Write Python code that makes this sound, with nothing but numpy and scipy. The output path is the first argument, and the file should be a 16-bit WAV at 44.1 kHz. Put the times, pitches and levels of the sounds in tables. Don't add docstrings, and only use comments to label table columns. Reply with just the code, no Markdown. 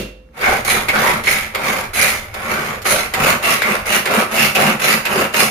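import sys
import numpy as np
from scipy import signal
from scipy.fft import rfft, irfft, next_fast_len
from scipy.io import wavfile
from scipy.ndimage import uniform_filter1d, map_coordinates

SR = 44100
rng = np.random.default_rng(int(sys.argv[2]) if len(sys.argv) > 2 else 0)


def to_linear_factor(level_db):
    exponent = np.asarray(level_db, float) / 20
    return 10 ** exponent


def generate_wav(signal):
    frames = np.transpose(np.atleast_2d(signal))
    scaled = np.clip(frames, -1, 1) * 32767
    pcm = np.round(scaled).astype(np.int16)
    wavfile.write(sys.argv[1], SR, pcm)


N = 242550

# frequency in Hz, level in dB, time to fade by 60 dB in seconds.
BLADE_RING = [(50, -3, 1.2), (199, -17, .9), (348, -7, .33), (513, -9, 1.2), (606, -17, .6),
              (1319, -21, .3), (2326, -25, .5), (2729, -3, .5), (2752, -9, .2), (3560, -19, .55),
              (3854, -16, .25), (4440, -14, .45), (6525, -26, .4)]
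# frequency in Hz, level in dB, time to fade by 60 dB in seconds.
BOARD_THUD = [(206, 7, 0.2), (377, 0, 0.27), (109, -11, .2)]
# frequency in Hz, level in dB per Hz.
ECHO_COLOUR = [(35, -35), (60, -10), (600, -11), (720, -24), (1600, -23.5), (2780, -19), (4510, -27),
               (15000, -33.5)]
# frequency in Hz, level in dB per Hz.
ROOM_AIR = [(35, -29), (60, -7), (85, -37), (150, -25), (355, -29), (514, -33), (700, -39.5), (15000, -67)]
# frequency in Hz, time to fade by 60 dB in seconds.
TILE_ECHO = [(100, 0.36), (500, 0.41), (3000, 0.42), (12000, 0.27)]

# time in seconds, level in dB.
LONE_KNOCKS = [
    (0.289, -14),
    (3.6204, 29.5),
]
# time in seconds, peak in dB,
# then lid chatter, bright pawl chatter and rap, all in dB over that peak.
CATCHES = [(0.4085, -11.5, -1, -25, -6), (0.6474, -7, -8, -7.5, -8), (0.7, 1.5, -16, -12.5, -8),
           (0.884, -4, 0, -8.5, -16), (0.9527, -4, -1, -28, -6), (1.236, -16, 3, -4, -6),
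           (1.272, -3, -4, -30, 2), (1.547, -2, -1.5, -14.5, -13), (1.938, -11, -21, -8, -8),
           (2.34, -9, -6, -13.5, -12), (2.818, -22.5, -2, -3, -12), (2.8524, -4.5, 3.5, -20, -11),
           (3.1365, -2.5, 0.5, -9.5, -16), (3.4255, -10, -9, -10, -6), (3.618, 5, -9, -17.5, -4),
           (3.854, -18, -16, -5, 8), (4.055, -1, -1, -12, -6), (4.31, -25, -18, -14, -6),
           (4.549, 0, -6.5, -9, -19), (4.797, -11, -19, -10, -8), (5.051, -1, -5, -12.5, -14),
           (5.324, -22, -10, -7, -12), (5.341, -5, 1.5, -16, -15)]
# frequency in Hz, width in Hz, level in dB.
LID_KNOCK = [(900, 500, -9), (1600, 450, 0), (2200, 350, -3), (4500, 3000, -18)]

# start in seconds, time to full speed in seconds,
# run-down in seconds, bowl level in dB, lid level in dB.
PULLS = [(0.301, 0.23, 0.13, -21, -23.5), (0.888, 0.14, 0.22, -17, -20), (1.549, 0.16, 0.2, -20, -24),
         (2.342, 0.23, 0.27, -22.5, -24), (3.139, 0.16, 0.1, -13.5, -18),
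         (3.621, 0.085, 0.15, -20.5, -23.5), (4.059, .12, 0.11, -15.5, -20.5),
         (4.552, 0.099, 0.14, -14.5, -19), (5.055, 0.15, 0.095, -16.5, -23)]
# start in seconds, run-down in seconds,
# then bowl, ratchet and spring levels in dB.
RETURNS = [(0.647, 0.13, -18, -27, -15.5), (1.235, 0.17, -25, -28, -21.5), (1.932, 0.21, -22, -24.5, -18),
           (2.844, 0.16, -19.5, -25.5, -15.5), (3.426, 0.093, -19, -24, -27),
           (3.858, 0.088, -18.5, -26, -25), (4.311, 0.14, -19.5, -22.5, -35),
           (4.794, 0.14, -18, -23.5, -28), (5.336, 0.079, -16.5, -20, -28)]
LOSS_PER_SLOWING = [.9, 1.1, 1.4, 1.7]
REST_DB = [-46, -50, -66, -80]

# frequency in Hz, width in Hz, level in dB.
BOWL = [(373, 72, -5), (504, 61, -0.5), (638, 82, -3.5), (759, 45, 0.5), (970, 296, -4), (1180, 248, 1.5),
        (1432, 510, -5.5)]
# frequency in Hz, width in Hz, level in dB.
LID = [(1710, 254, -9), (1888, 99, 1.5), (2180, 310, -1)]
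# frequency in Hz, width in Hz, level in dB.
RIM = [(2600, 380, 0), (3000, 520, -2)]
# time in seconds, rim level in dB over the lid.
GRIP = [(0, -41), (1.2, -46), (2.8, -35), (3.2, -8.5), (3.9, -8.5), (4.4, -6.5), (5.5, -1.5)]
# frequency in Hz, width in Hz, level in dB.
PAWL = [(3130, 3400, 3), (5040, 5250, 4.5), (6740, 1060, 4.5), (9930, 1730, -6), (11900, 2000, 1),
        (13720, 3400, -6)]
# frequency in Hz, width in Hz, level in dB.
SPRING = [(3850, 200, -6), (4400, 200, -8), (6480, 250, -5), (9050, 300, -6), (9680, 300, -4),
          (10620, 450, 0), (11250, 350, -3)]

# time in seconds,
# drumming in dB over the bowl, rumble in dB.
HAND_PRESS = [(0.3, 6, -74), (0.46, -14, -33), (1.15, -8, -36.5), (1.55, -9, -42), (1.95, -10.5, -36.5),
              (2.7, -8, -40.5), (3.3, -10.5, -35), (3.62, -10, -49), (3.82, -8.5, -36), (4.1, -10, -50),
              (4.45, -5.5, -43), (4.9, -9, -46), (5.5, -9, -45)]
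# frequency in Hz, width in Hz, level in dB.
SLAB = [(145.8, 9.6, -4.5), (212.6, 21.5, 2.5), (223.4, 81, -7)]
# frequency in Hz, level in dB per Hz.
RUMBLE = [(12, -35), (20, 0), (38, -6.5), (107, -3.5), (120, -3.5), (160, -48), (260, -120)]

# time in seconds, frequency in Hz, level in dB.
WALL_SONGS = [(0.42, 2210, -18.5), (0.43, 1515, -17.5), (0.45, 786, -19), (0.68, 2240, -28),
              (0.93, 1470, -20), (1.02, 970, -20), (1.03, 1963, -19.5), (1.3, 2260, -26), (1.62, 2293, -26),
              (1.97, 2340, -19.5), (2.52, 1450, -23.5), (2.9, 617.5, -23.5), (3.43, 2730, -21),
              (3.43, 649, -25), (3.46, 1247, -23.5), (3.6, 2114, -19.5), (3.66, 1180, -25),
              (3.89, 2820, -22.5), (4.11, 624, -24), (4.12, 1337, -21.5), (4.32, 640, -25),
              (4.37, 2683, -18.5), (4.55, 756.5, -20), (4.65, 731, -30), (4.83, 2085, -35),
              (5.13, 386, -25.5), (5.36, 1350, -30), (5.37, 2183, -30)]
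# time in seconds, frequency in Hz, level in dB.
WALL_SNAPS = [(0.697, 2200, -17), (0.883, 2233, -14), (1.269, 2210, -12), (4.55, 2596, -15),
              (5.053, 2504, -18)]

# frequency in Hz, likeness from 0 to 1.
LIKENESS = [(60, 1), (120, 0.92), (240, 0.97), (480, 0.69), (950, 0.054), (1890, 0.065), (5000, 0.013),
            (15000, 0.17)]
# frequency in Hz, left minus right in dB.
LEFT_LEAN = [(60, -2), (180, 0), (550, -0.5), (1650, -1.5), (4970, -3), (15000, -6)]


def unit(x):
    return x / np.sqrt(np.mean(x ** 2) + 1e-20)


def along(points, hz):
    f, v = np.transpose(points)
    return np.interp(np.log(hz + 1), np.log(f + 1), v)


def curves(rows):
    s, *cols = np.transpose(rows)
    return [np.interp(np.arange(N) / SR, s, c, left=-120) for c in cols]


def wobble(rate):
    knots = rng.standard_normal(int(N * rate / SR) + 4)
    return map_coordinates(knots, [np.arange(N) * rate / SR])


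def filtered(x, response):
    m = next_fast_len(x.shape[-1] + SR // 4)
    return irfft(rfft(x, m) * response(np.fft.rfftfreq(m, 1 / SR)), m)[..., :x.shape[-1]]


def resonant(x, modes):
    def response(f):
        total = 0
        for k, (centre, width, db) in enumerate(modes):
            peak = 1j * f * width / (centre * centre - f * f + 1j * f * width)
            total = total + (-1) ** k * to_linear_factor(db) * peak
        return total
    return filtered(x, response)


def hiss(spectrum):
    return unit(filtered(rng.standard_normal((2, N)), lambda hz: to_linear_factor(along(spectrum, hz))))


def chatter(per_s, spread_db, life_s, rub):
    taps = (rng.random(N) < per_s / SR) * to_linear_factor(spread_db * rng.standard_normal(N))
    fall = np.exp(-1 / (life_s * SR))
    scratch = (unit(signal.lfilter([1], [1, -fall], taps)) + rub) * rng.standard_normal((2, N))
    ticks = unit(taps) * np.sign(rng.standard_normal((2, N)))
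    return unit(unit(scratch) + 0.32 * ticks)


def patchy(x, depth_db):
    z = signal.stft(x, nperseg=1024)[2]
    field = uniform_filter1d(rng.standard_normal(z.shape[1:]), size=3, axis=0)
    field = uniform_filter1d(field, size=5, axis=1)
    return unit(signal.istft(z * to_linear_factor(depth_db * unit(field)), nperseg=1024)[1][:, :N])


def cleaver():
    t = np.arange(SR // 2) / SR
    ring = np.zeros((2, len(t)))
    for hz, db, t60 in BLADE_RING + BOARD_THUD:
        phase = 2 * np.pi * rng.random((2, 1))
        ring += to_linear_factor(db - 60 * t / t60) * np.sin(2 * np.pi * hz * t + phase)
    hz, when, z = signal.stft(hiss(ECHO_COLOUR)[:, :len(t)], SR, nperseg=256)
    fade = to_linear_factor(-60 * when / along(TILE_ECHO, hz)[:, None])
    echo = signal.istft(z * fade, SR, nperseg=256)[1][:, :len(t)]
    air = hiss(ROOM_AIR)[:, :len(t)]
    cut = np.clip((.385 - t) / .07, 0, 1)
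    tail = cut * (to_linear_factor(-27.5) * ring + to_linear_factor(-23.5) * echo + to_linear_factor(-46.0) * air)
    return np.pad(tail, [(0, 0), (0, N - len(t))])


def settle(shakes, t60):
    t = np.arange(SR // 8) / SR
    return signal.fftconvolve(shakes, to_linear_factor(-60 * t / t60) * (1 - np.exp(-t / 0.0024)))[:N]


def catches():
    raps, lid_shake, pawl_shake = np.zeros((3, N))
    for s, db, lid_db, bright_db, rap_db in CATCHES:
        raps[round((s + .0015) * SR)] = to_linear_factor(db + rap_db + 18.5)
        lid_shake[round(s * SR)] = to_linear_factor(db + lid_db - 10.5)
        pawl_shake[round(s * SR)] = to_linear_factor(db + bright_db - 3)
    for s, db in LONE_KNOCKS:
        raps[round(s * SR)] = -to_linear_factor(db)
    loose = chatter(per_s=900, spread_db=3, life_s=.0015, rub=1.2)
    lid = settle(lid_shake, t60=0.16) * unit(resonant(loose, LID) + 0.96 * resonant(loose, BOWL))
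    pawl = settle(pawl_shake, t60=0.078) * unit(resonant(loose, PAWL))
    raps = uniform_filter1d(raps, size=7)
    return resonant(raps, LID_KNOCK) * [[1], [.6]] + lid + pawl


def slowness(start, rise, fall, start_db, stop_db, swell, sag):
    t = np.arange(N) / SR - start
    up = start_db * np.clip(1 - t / rise, 0, 1) ** swell
    down = stop_db * np.clip((t - rise) / fall, 0, 4) ** sag
    coast = 15.5 + 24 * np.abs(t - rise)
    return up + np.minimum(down, coast) + 200 * (t < 0), np.clip(t, 0, 1)


def strokes():
    slack_s = .011
    return_rise_s = 0.081
    return_lid_db = -18.5
    power = to_linear_factor(REST_DB)[:, None] ** 2 * np.ones(N)
    for s, rise, fall, bowl_db, lid_db in PULLS:
        slow_db, _ = slowness(s - slack_s, rise, fall, start_db=14.5, stop_db=20.5, swell=2.18, sag=3.35)
        spring_db = 2.3 * (bowl_db + 7) - 18.5 - 27.5
        top_db = np.array([bowl_db, lid_db, bowl_db - 12, spring_db])
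        power = power + to_linear_factor(top_db[:, None] - np.outer(LOSS_PER_SLOWING, slow_db)) ** 2
    for s, fall, bowl_db, ratchet_db, spring_db in RETURNS:
        slow_db, age = slowness(s, return_rise_s, fall, start_db=9, stop_db=13.5, swell=2.1, sag=2.1)
        top_db = np.array([bowl_db, return_lid_db, ratchet_db, spring_db])
        level_db = top_db[:, None] - np.outer(LOSS_PER_SLOWING, slow_db)
        level_db[3] += 81 * (return_rise_s - age)
        power = power + to_linear_factor(level_db) ** 2
    enter = np.clip((np.arange(N) / SR - .305) / .12, 1e-2, 1) ** 2
    return uniform_filter1d(10 * np.log10(power), size=300, axis=1) + 20 * np.log10(enter)


def reel(levels_db):
    bowl_db, lid_db, ratchet_db, spring_db = levels_db
    judder = wobble(28)
    skip = wobble(9.6)
    gears = chatter(per_s=600, spread_db=3, life_s=.0018, rub=1.1)
    food = chatter(per_s=280, spread_db=1.0, life_s=0.002, rub=1.0) + 1.3 * gears
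    lid = unit(resonant(gears, LID)) + to_linear_factor(curves(GRIP)[0]) * unit(resonant(gears, RIM))
    bowl = to_linear_factor(bowl_db - 1.5 + 0.53 * judder) * patchy(resonant(food, BOWL), depth_db=1.5)
    lid = to_linear_factor(lid_db + 1.0 + 0.74 * judder + 0.4 * wobble(60)) * patchy(lid, depth_db=2.0)
    shell = filtered(bowl + lid, lambda hz: 1 / (1 + (hz / 3300) ** 5))
    ratchet_level = to_linear_factor(ratchet_db + 4.5 + 0.86 * judder + 0.24 * skip)
    ratchet = ratchet_level * patchy(resonant(gears, PAWL), depth_db=3.65)
    spring = to_linear_factor(spring_db - 8.5 + 3.8 * judder + 0.27 * skip) * unit(resonant(gears, SPRING))
    return shell + ratchet + spring


def counter(bowl_db):
    press_db, rumble_db = curves(HAND_PRESS)
    thumps = chatter(per_s=120, spread_db=3, life_s=.005, rub=1.2)
    late_bowl_db = np.roll(bowl_db, round(0.012 * SR))
    drum = to_linear_factor(press_db + 1.08 * (late_bowl_db + 19) - 19.5) * unit(resonant(thumps, SLAB))
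    return drum + to_linear_factor(rumble_db + 0.17 * wobble(6.1)) * hiss(RUMBLE)


def kitchen(x, t60):
    t = np.arange(SR // 3) / SR
    tail = rng.standard_normal((2, len(t))) * to_linear_factor(-60 * t / t60) * (t > .004)
    return signal.fftconvolve(x, tail / np.linalg.norm(tail[0]), axes=1)[:, :N]


def singing(tones, length_s, damping):
    out = np.zeros((2, N + SR))
    t = np.arange(SR // 3) / SR
    u = np.clip(t / length_s, 0, 1)
    for s, hz, db in tones:
        fall = np.exp(-np.pi * (70 + hz * damping) / SR)
        drift = signal.lfilter([1], [1, -fall], rng.standard_normal((2, 2, len(t))))
        tone = unit(drift[0] * np.cos(2 * np.pi * hz * t) + drift[1] * np.sin(2 * np.pi * hz * t))
        out[:, round(s * SR):][:, :len(t)] += to_linear_factor(db + 1.0) * np.sin(np.pi * u ** 0.47) * tone
    return out[:, :N]


def scene():
    levels_db = strokes()
    walls = singing(WALL_SONGS, length_s=0.16, damping=.035)
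    walls = walls + singing(WALL_SNAPS, length_s=0.04, damping=.06)
    chopper = catches() + reel(levels_db) + walls
    echo = to_linear_factor(-6.5) * kitchen(chopper, t60=0.38)
    pair = cleaver() + chopper + echo + counter(levels_db[0])

    def spread(hz):
        angle = np.arccos(np.clip(along(LIKENESS, hz), -1, 1)) / 2
        return np.array([np.cos(angle), np.sin(angle)])
    mid, side = filtered(pair, spread)
    both = np.array([mid + side, mid - side])
    return filtered(both, lambda hz: to_linear_factor(np.outer([.5, -.5], along(LEFT_LEAN, hz))))


def top_cut(x):
    return signal.sosfilt(signal.butter(12, 15790, fs=SR, output="sos"), x)


def record(dry):
    x = filtered(dry, lambda hz: 1 - .5 * np.exp(-((hz - 7750) / 550) ** 2))
    x = x / (1 + np.abs(x / .93) ** 6) ** (1 / 6)
    x = filtered(x, lambda hz: 1 / (1 + np.exp(np.clip((hz - 15450) / 130, -50, 50))))
    return top_cut(x)


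dry = scene()
out = record(dry)
generate_wav(out)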